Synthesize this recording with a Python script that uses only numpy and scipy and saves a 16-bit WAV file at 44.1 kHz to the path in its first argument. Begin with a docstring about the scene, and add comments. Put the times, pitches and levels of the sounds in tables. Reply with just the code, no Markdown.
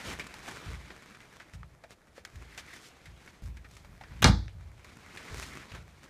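"""The bedroom of a small trailer, heard from one close microphone over a faint room hush.
After a soft handling bump, someone walks slowly on the hollow floor; clothes rustle, handled things tick.
Past 2.5 s a sleeve rasps along wood, and from 3.65 s a wooden wardrobe door swings, pushing air ahead.
At 4.2 s the catch scrapes, the door cracks against its frame and light cabinet and cabin boom briefly.
The steps and rustling go on while the trailer's shudder dies away."""
import sys
import numpy as np
from scipy import signal
from scipy.fft import rfft, irfft, next_fast_len
from scipy.io import wavfile

SR = 44100
rng = np.random.default_rng(int(sys.argv[2]) if len(sys.argv) > 2 else 0)


def unload_wav(signal):
    """Save mono or channel-first audio to the path in sys.argv[1] as 16-bit WAV at rate SR, clipped to [-1, 1]."""
    wavfile.write(
        sys.argv[1],
        SR,
        np.round(np.clip(np.atleast_2d(signal).T, -1, 1) * 32767).astype(np.int16),
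    )


N = 268613
T = np.arange(N) / SR
SWING_S, SLAM_S = 3.65, 4.243   # the door starts to swing, then meets its frame

# Room tone and the floor's rumble. Each row: frequency in Hz, relative level in dB.
HUSH_SPECTRUM = [(25, -4.5), (70, 3), (150, -7), (330, -4.5), (700, -6), (1900, -18.5), (3000, -31),
                 (6000, -26.5), (12000, -29), (15000, -42)]
RUMBLE_SPECTRUM = [(25, -11.5), (55, 2), (90, -1), (180, -9), (300, -22), (900, -46)]
# How briskly the walker moves. Each row: time in seconds, relative level of rubbing cloth in dB.
MOVEMENT = [(0.0, -46.5), (0.28, -52.5), (0.64, -51), (0.98, -56.5), (1.46, -62.5), (1.63, -68.5),
            (2.2, -70), (2.34, -59), (2.73, -57), (2.86, -60), (3.66, -67), (4.19, -60.5), (4.55, -67.5),
            (4.814, -62), (5.304, -48), (5.6, -51.5), (5.788, -63), (6.09, -61.5)]
# Strokes of sleeves and soles. Each row: peak time and half length in seconds, rub and swish in dB.
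SCUFFS = [(0.089, 0.044, -37.5, -47), (0.514, 0.051, -43.5, -54), (.69, .035, -48, -61),
          (1.37, 0.048, -61.5, -69), (1.546, .0093, -53.5, -58.5), (1.919, 0.013, -54, -61),
          (2.177, 0.02, -56.5, -62), (2.594, 0.013, -52, -54), (2.737, 0.046, -62, -59.5),
          (2.853, 0.035, -56, -56.5), (3.272, 0.073, -58, -67), (3.454, 0.019, -78, -66),
          (3.75, 0.053, -66, -65), (4.125, .015, -51.5, -80), (4.892, 0.019, -55.5, -67),
          (5.43, 0.059, -59, -52), (5.753, 0.039, -46.5, -59.5), (6.047, .012, -55, -63.5)]
# The dull rub and bright swish of cloth. Each row: frequency in Hz, relative level in dB.
RUB_SPECTRUM = [(70, -16.5), (130, -0.5), (200, -1), (320, -3.5), (530, -8.5), (850, -9), (1400, -6),
                (2300, -6), (2900, -14), (4000, -15.5), (5500, -26), (8000, -56.5)]
SWISH_SPECTRUM = [(1500, -22), (3000, -0.5), (4200, -2.5), (6500, -4), (8500, -8.5), (12000, -16),
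                  (15000, -23)]
# A sleeve along the wood. Each row: peak time and half length in seconds, level in dB.
SLEEVE_SCRAPES = [(2.532, 0.023, -55), (2.733, 0.061, -53.5)]
# The clearer knocks of handling. Each row: start in seconds, relative level in dB, pitch in Hz,
# relative treble in dB, t60 in seconds.
HANDLING_TICKS = [(0.1961, -33, 2370, -9, 0.12), (0.2705, -44, 1600, 2, .021), (.341, -43, 874, 1.5, 0.027),
                  (.479, -35.5, 800, -10, 0.047), (0.9039, -38.5, 377, -21, 0.087),
                  (1.148, -45.5, 1680, -19, 0.08), (1.2047, -43, 2170, -24, .027),
                  (1.400, -42, 1370, -15, 0.12), (1.5361, -48, 1460, -1, 0.026),
                  (1.6315, -43.5, 1180, -40, 0.026), (1.838, -43, 670, -13.5, 0.064),
                  (2.1794, -43, 494, -22, 0.056), (2.2503, -38, 2020, -.5, .03),
                  (2.357, -50.5, 1700, 0, 0.049), (2.577, -35.5, 2280, -4.5, 0.094),
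                  (3.057, -47, 2000, -4, 0.11), (3.2768, -44.5, 1870, -11, 0.031),
                  (3.57, -47.5, 2300, -6.5, 0.054), (3.647, -45, 1740, -20, 0.086),
                  (3.7672, -49.5, 1350, 0.5, 0.05), (3.8477, -47, 610, -10.5, 0.047),
                  (4.0113, -41.5, 780, -15, .065), (4.0371, -36.5, 1730, -26, 0.024),
                  (4.481, -38.5, 3000, -26, 0.014), (4.8454, -46.5, 1090, -2.5, 0.06),
                  (5.173, -37.5, 2350, -6, 0.051), (5.4265, -35.5, 2360, -2.5, 0.05),
                  (5.7186, -42, 2470, -12, .036)]
# The thin panelling behind every tick. Each row: frequency in Hz, relative level in dB.
PANELLING_SPECTRUM = [(100, -19), (300, -2), (650, -1.5), (1200, -2), (1700, 6.5), (2350, 4.5), (2900, -7),
                      (5000, -9), (9000, -37), (15000, -38)]
# Low thuds: a soft handling bump at the start, then heels landing.
# Each row: start in seconds, push in dB, contact time in seconds.
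LOW_THUDS = [(.055, -48.5, .002), (.660, -39.5, 0.0064), (1.533, -45.5, 0.0042), (2.337, -45, 0.0091),
             (3.062, -52, 0.0048), (3.422, -34, 0.012), (4.091, -43.5, 0.0074), (4.544, -45.5, 0.0069),
             (5.305, -42.5, 0.0061), (5.715, -47, 0.004)]
# The hollow floor. Each row: frequency in Hz, relative level in dB, t60 in seconds.
FLOOR_MODES = [(49, -2.5, 0.16), (57.8, 2, 0.55), (76.8, -0.5, 0.51), (87.5, 7, 0.26), (114.8, -2, 0.45),
               (138.1, -2, 0.71), (168.3, -1.5, 0.48), (204, -22, .22)]
# The catch jerking home. Each row: start in seconds, level in dB.
CATCH_SLIPS = [(4.2217, -28), (4.2242, -19), (4.2272, -13), (4.2327, -17)]
# The grit of the catch. Each row: frequency in Hz, relative level in dB.
CATCH_SPECTRUM = [(200, -17), (400, -12), (1100, -4), (1700, -4), (2100, -8), (2800, 0), (3350, -3.5),
                  (3900, -8), (4500, -21), (6300, -16), (8000, -24), (15000, -36)]
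# The door pushes air, then shoves the cabinet. Each row: start in seconds, push in dB, contact in seconds.
DOOR_SHOVES = [(4.203, -38, 0.0014), (4.2295, -19.5, 0.0029), (4.2425, -20.5, 0.0025),
               (4.2605, -28.5, .003), (4.2783, -20, 0.001)]
# The boom of cabinet and cabin. Each row: frequency in Hz, relative level in dB, t60 in seconds.
BOOM_MODES = [(34, -8.5, .25), (45, -7.5, .25), (55.4, -1, 0.46), (73.6, -9.5, .3), (87.5, -2, 0.32),
              (112.2, 3, .18), (137.7, -.5, .25), (161.5, -2.5, .2), (183.8, -1, 0.25), (204.5, -1, .27),
              (250.6, -12.5, 0.22), (317.2, -16, 0.37)]
# Door panel and hinges. Each row: frequency in Hz, level in dB.
DOOR_MODES = [(238, -25), (270, -21.5), (294, -31.5), (385, -31), (489, -28.5), (768, -30.5), (856, -25.5),
              (949, -33), (1081, -32.5), (1198, -22), (1283, -26), (1389, -27.5), (1501, -29.5),
              (1608, -29.5), (1711, -31), (1858, -28.5), (2148, -28), (2406, -30.5), (2828, -31.5),
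              (2871, -29.5), (3252, -30.5), (3930, -39.5), (4122, -28), (4206, -30), (5150, -31)]
# How long the cabinet rings. Each row: band centre in Hz, t60 in seconds.
CABINET_DECAY = [(250, .33), (380, .35), (550, .28), (900, .29), (1400, .32), (2300, .25), (2900, .14),
                 (3500, .29), (4800, .29), (6500, .245), (8500, .19), (13000, .16)]
# The slam: crack on the frame, dense cabinet ring, buzz of hinges and catch, dull shudder of the trailer.
# Each row: frequency in Hz, relative level in dB.
CRACK_SPECTRUM = [(240, -6.5), (400, 2.5), (600, -13), (1200, -0.5), (2300, 4), (2870, -7), (4070, 2.5),
                  (5400, -4.5), (6300, 1.5), (7500, -8), (10000, -21.5), (13000, -28.5), (15000, -33)]
CABINET_SPECTRUM = [(140, -20), (240, 2), (350, -5.5), (550, -3), (850, 1), (1020, -6.5), (1300, -5.5),
                    (2200, -6), (2800, -13.5), (3500, -10), (4500, -8.5), (5600, -12.5), (6500, -15.5),
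                    (9500, -21), (15000, -43)]
HARDWARE_SPECTRUM = [(2900, -33), (3400, 4), (4600, 1), (5600, -6.5), (7000, -15), (10000, -30)]
SHUDDER_SPECTRUM = [(25, -13), (45, -9.5), (65, 6), (90, 7.5), (130, -5), (200, -24.5), (400, -69)]


def from_db(db):
    """Decibels to gain."""
    return 10 ** (np.asarray(db) / 20)


def rms_one(x):
    """Scale to unit power."""
    return x / np.sqrt(np.mean(x ** 2) + 1e-20)


def add(out, s, sound):
    """Mix a sound in from time s."""
    at = max(round(s * SR), 0)
    out[at:at + len(sound)] += sound[:N - at]


def dying(t60):
    """One second of exponential decay, falling 60 dB in t60 seconds."""
    return from_db(-60 * T[:SR] / t60)


def burst(envelope):
    """One second of noise under an envelope."""
    return rng.standard_normal(SR) * envelope


def stroke(s, half):
    """A smooth swell and fade around time s."""
    return np.exp(-.5 * np.minimum(np.abs(T - s) / half, 10) ** 2)


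def drift(turns_per_s):
    """A random wander of unit power."""
    knots = rng.standard_normal(2000)
    return rms_one(np.interp(T * turns_per_s, np.arange(len(knots)), knots))


def coloured(x, spectrum, size=4096):
    """Pass x through a causal (minimum-phase) filter of unit energy with the given spectrum."""
    hz, db = np.transpose(spectrum)
    grid = np.maximum(np.arange(size // 2 + 1) * SR / size, 1)
    gain = from_db(np.interp(np.log(grid), np.log(hz), db))
    cepstrum = irfft(np.log(gain))
    cepstrum[1:size // 2] *= 2
    cepstrum[size // 2 + 1:] = 0
    response = irfft(np.exp(rfft(cepstrum)))
    return signal.fftconvolve(x, response / np.sqrt(np.sum(response ** 2)))[:len(x)]


def bands(x, centres_hz):
    """Split a sound into overlapping bands that add up to the whole."""
    spectrum = rfft(x)
    log_hz = np.log(np.arange(len(spectrum)) * SR / len(x) + 1)
    weights = [np.interp(log_hz, np.log(centres_hz), row) for row in np.eye(len(centres_hz))]
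    return [irfft(spectrum * weight, len(x)) for weight in weights]


def ringing(modes):
    """Impulse response of a body; neighbouring modes swing in opposite directions."""
    return sum((-1) ** k * from_db(db) * dying(t60) * np.sin(2 * np.pi * hz * T[:SR])
               for k, (hz, db, t60) in enumerate(modes))


def thumps(pushes, modes):
    """Soft pushes into a body: the longer the contact, the duller the thump."""
    force = np.zeros(N)
    for s, db, contact in pushes:
        push = np.sin(np.pi * np.minimum(T[:SR] / contact, 1)) ** 2
        add(force, s, from_db(db) * push / push.sum())
    return signal.fftconvolve(force, ringing(modes))[:N]


def movement_db(s):
    """How briskly the walker moves at time s."""
    return np.interp(s, *np.transpose(MOVEMENT))


def room_tone(hush_db=-65.5, rest_db=-66.5, swing_db=-54.5, stir_db=-11.5, tremble_t60=.67, sway_db=2):
    """A steady hush, and an uneven rumble stirred by shifting weight, low thuds and the swinging door."""
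    hush = from_db(hush_db) * coloured(rng.standard_normal(N), HUSH_SPECTRUM)
    power = from_db(rest_db) ** 2 + from_db(movement_db(T) + stir_db) ** 2
    power += from_db(swing_db) ** 2 * ((T > SWING_S) & (T < SLAM_S))
    for s, db, _ in LOW_THUDS:
        add(power, s, (from_db(db + stir_db) * dying(tremble_t60)) ** 2)
    sway = from_db(sway_db * drift(7.4))
    return hush + np.sqrt(power) * sway * coloured(rng.standard_normal(N), RUMBLE_SPECTRUM)


def cloth_folds(rub, depth_db=2.1):
    """Folds of cloth open and close, so each band of the rub swells on its own."""
    padded = np.pad(rub, (0, next_fast_len(N) - N))
    centres_hz = np.geomspace(300, 5000, 14)
    return sum(band[:N] * from_db(depth_db * drift(35)) for band in bands(padded, centres_hz))


def clothes(creases_per_s=160, crease_db=-3, spread_db=4, flutter_db=1.23, rub_gain_db=-4):
    """Cloth slides with a smooth rub and a brighter swish, peppered by tiny slipping creases."""
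    rub_level = from_db(movement_db(T) + 3)
    swish_level = rub_level * from_db(-11.5)
    for s, half, rub_db, swish_db in SCUFFS:
        swell = stroke(s, half)
        rub_level = np.hypot(rub_level, from_db(rub_db) * swell)
        swish_level = np.hypot(swish_level, from_db(swish_db) * swell)
    sizes = from_db(spread_db * np.minimum(rng.exponential(1, N), 4)) * rng.choice([-1, 1], N)
    creases = from_db(crease_db) * rms_one(sizes * (rng.random(N) < creases_per_s / SR))
    friction = from_db(flutter_db * drift(60)) * (rng.standard_normal((2, N)) + creases)
    rub = coloured(rub_level * cloth_folds(friction[0]), RUB_SPECTRUM)
    swish = coloured(swish_level * friction[1], SWISH_SPECTRUM)
    return from_db(rub_gain_db) * rub + swish


def sleeve_scrapes(wood_hz=1870, q=3.8, rough_db=3, slips_per_s=120):
    """A sleeve's uneven friction through one resonance of the wood: a dry, nasal rasp."""
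    friction = rng.standard_normal(N) * from_db(rough_db * drift(slips_per_s))
    rasp = signal.lfilter(*signal.iirpeak(wood_hz, q, fs=SR), friction)
    return rms_one(rasp) * sum(from_db(db) * stroke(s, half) for s, half, db in SLEEVE_SCRAPES)


def faint_ticks(count=20, low_hz=900, high_hz=2400, spread_db=4, treble_db=-9, t60=.03):
    """Small chance contacts, stronger while the walker moves briskly; rows as in HANDLING_TICKS."""
    draws = rng.uniform([0, -1, low_hz], [T[-1], 1, high_hz], (count, 3))
    return [(s, movement_db(s) - 1 + spread_db * strength, hz, treble_db, t60) for s, strength, hz in draws]


def handling(knock_q=4.5, cabin_t60=.22, panelling_follows=.13):
    """Each tick is a pitched knock, a clack of panelling and a bright snap, with a short cabin tail."""
    knocks, clacks, snaps = np.zeros((3, N))
    attack = from_db(4) * dying(.0024)
    tail = from_db(-18) * dying(cabin_t60)
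    for s, db, hz, treble_db, t60 in HANDLING_TICKS + faint_ticks():
        grit = from_db(db) * rng.standard_normal((3, SR)) * (dying(t60) + attack + tail)
        knock = signal.lfilter(*signal.iirpeak(hz, knock_q, fs=SR), grit[0])
        band_share = np.pi * hz / (knock_q * SR)   # power that the resonance lets through
        add(knocks, s, knock / np.sqrt(band_share))
        add(clacks, s, from_db(panelling_follows * treble_db) * grit[1])   # soft contacts clack less
        add(snaps, s, from_db(treble_db) * grit[2])
    knocks = signal.sosfilt(signal.butter(2, 4000, fs=SR, output="sos"), knocks)
    clacks = coloured(clacks, PANELLING_SPECTRUM)
    snaps = coloured(snaps, SWISH_SPECTRUM)
    return from_db(-7) * knocks + from_db(-6) * (clacks + snaps)


def bump_and_footsteps(lag_s=.052, second_db=-5, softer=1.23):
    """Each thud rings the hollow floor and a weaker, softer push follows: in a step, heel then sole."""
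    second_pushes = [(s + lag_s, db + second_db, contact * softer) for s, db, contact in LOW_THUDS]
    return thumps(LOW_THUDS + second_pushes, FLOOR_MODES)


def door_catch(slip_t60=.014, click_db=-26, click_t60=.0055):
    """The catch touches with a bright click, then slips home in a few quick, gritty jerks."""
    slips, click = np.zeros((2, N))
    tail = from_db(-23) * dying(.08)
    for s, db in CATCH_SLIPS:
        add(slips, s, from_db(db) * burst(dying(slip_t60) + tail))
    add(click, CATCH_SLIPS[0][0], from_db(click_db) * burst(dying(click_t60) + 2 * tail))
    return coloured(slips, CATCH_SPECTRUM) + click


def cabinet_ring(echo_s=.03, echo_width_s=.023):
    """Countless modes die away band by band; the near walls throw back a cluster of first echoes."""
    echoes = from_db(-5) * burst(np.exp(-((T[:SR] - echo_s) / echo_width_s) ** 2))
    centres_hz, t60s = np.transpose(CABINET_DECAY)
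    noise_bands = bands(rng.standard_normal(SR), centres_hz)
    ring = sum(band * dying(t60) for band, t60 in zip(noise_bands, t60s))
    return coloured(ring + echoes, CABINET_SPECTRUM)


def door_slam(snap_t60=.0065, crack_t60=.016, shudder_t60=1.71, hardware_t60=.42):
    """Wood cracks on wood: panel and cabinet ring, hardware buzzes, the trailer booms and shudders."""
    blow = from_db(-14) * dying(snap_t60) + from_db(-8) * dying(crack_t60)
    crack = coloured(burst(blow), CRACK_SPECTRUM)
    cabinet = from_db(-23) * cabinet_ring()
    shudder = from_db(-35) * coloured(burst(dying(shudder_t60)), SHUDDER_SPECTRUM)
    hardware = from_db(-34) * coloured(burst(dying(hardware_t60)), HARDWARE_SPECTRUM)
    # t60 is 0.2 s at 1 kHz; higher modes die sooner
    panel = ringing([(hz, db, .2 * (1000 / hz) ** .15) for hz, db in DOOR_MODES])
    out = thumps(DOOR_SHOVES, BOOM_MODES)
    add(out, SLAM_S, crack + cabinet + panel + hardware + shudder)
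    return out


def scene():
    """Door, walker and room tone at one close microphone."""
    door = door_catch() + door_slam()
    return (door + bump_and_footsteps() + handling() + clothes() + sleeve_scrapes() + room_tone())[None]


def record(dry, low_cut_hz=18, high_cut_hz=15250):
    """The microphone sheds the deepest bass, the highest peaks are rounded and the top is cut."""
    low_cut = signal.butter(2, low_cut_hz, "high", fs=SR, output="sos")
    high_cut = signal.ellip(10, .1, 80, high_cut_hz, fs=SR, output="sos")
    rounded = np.tanh(signal.sosfilt(low_cut, dry))
    return signal.sosfilt(high_cut, rounded)


dry = scene()
out = record(dry)
unload_wav(out)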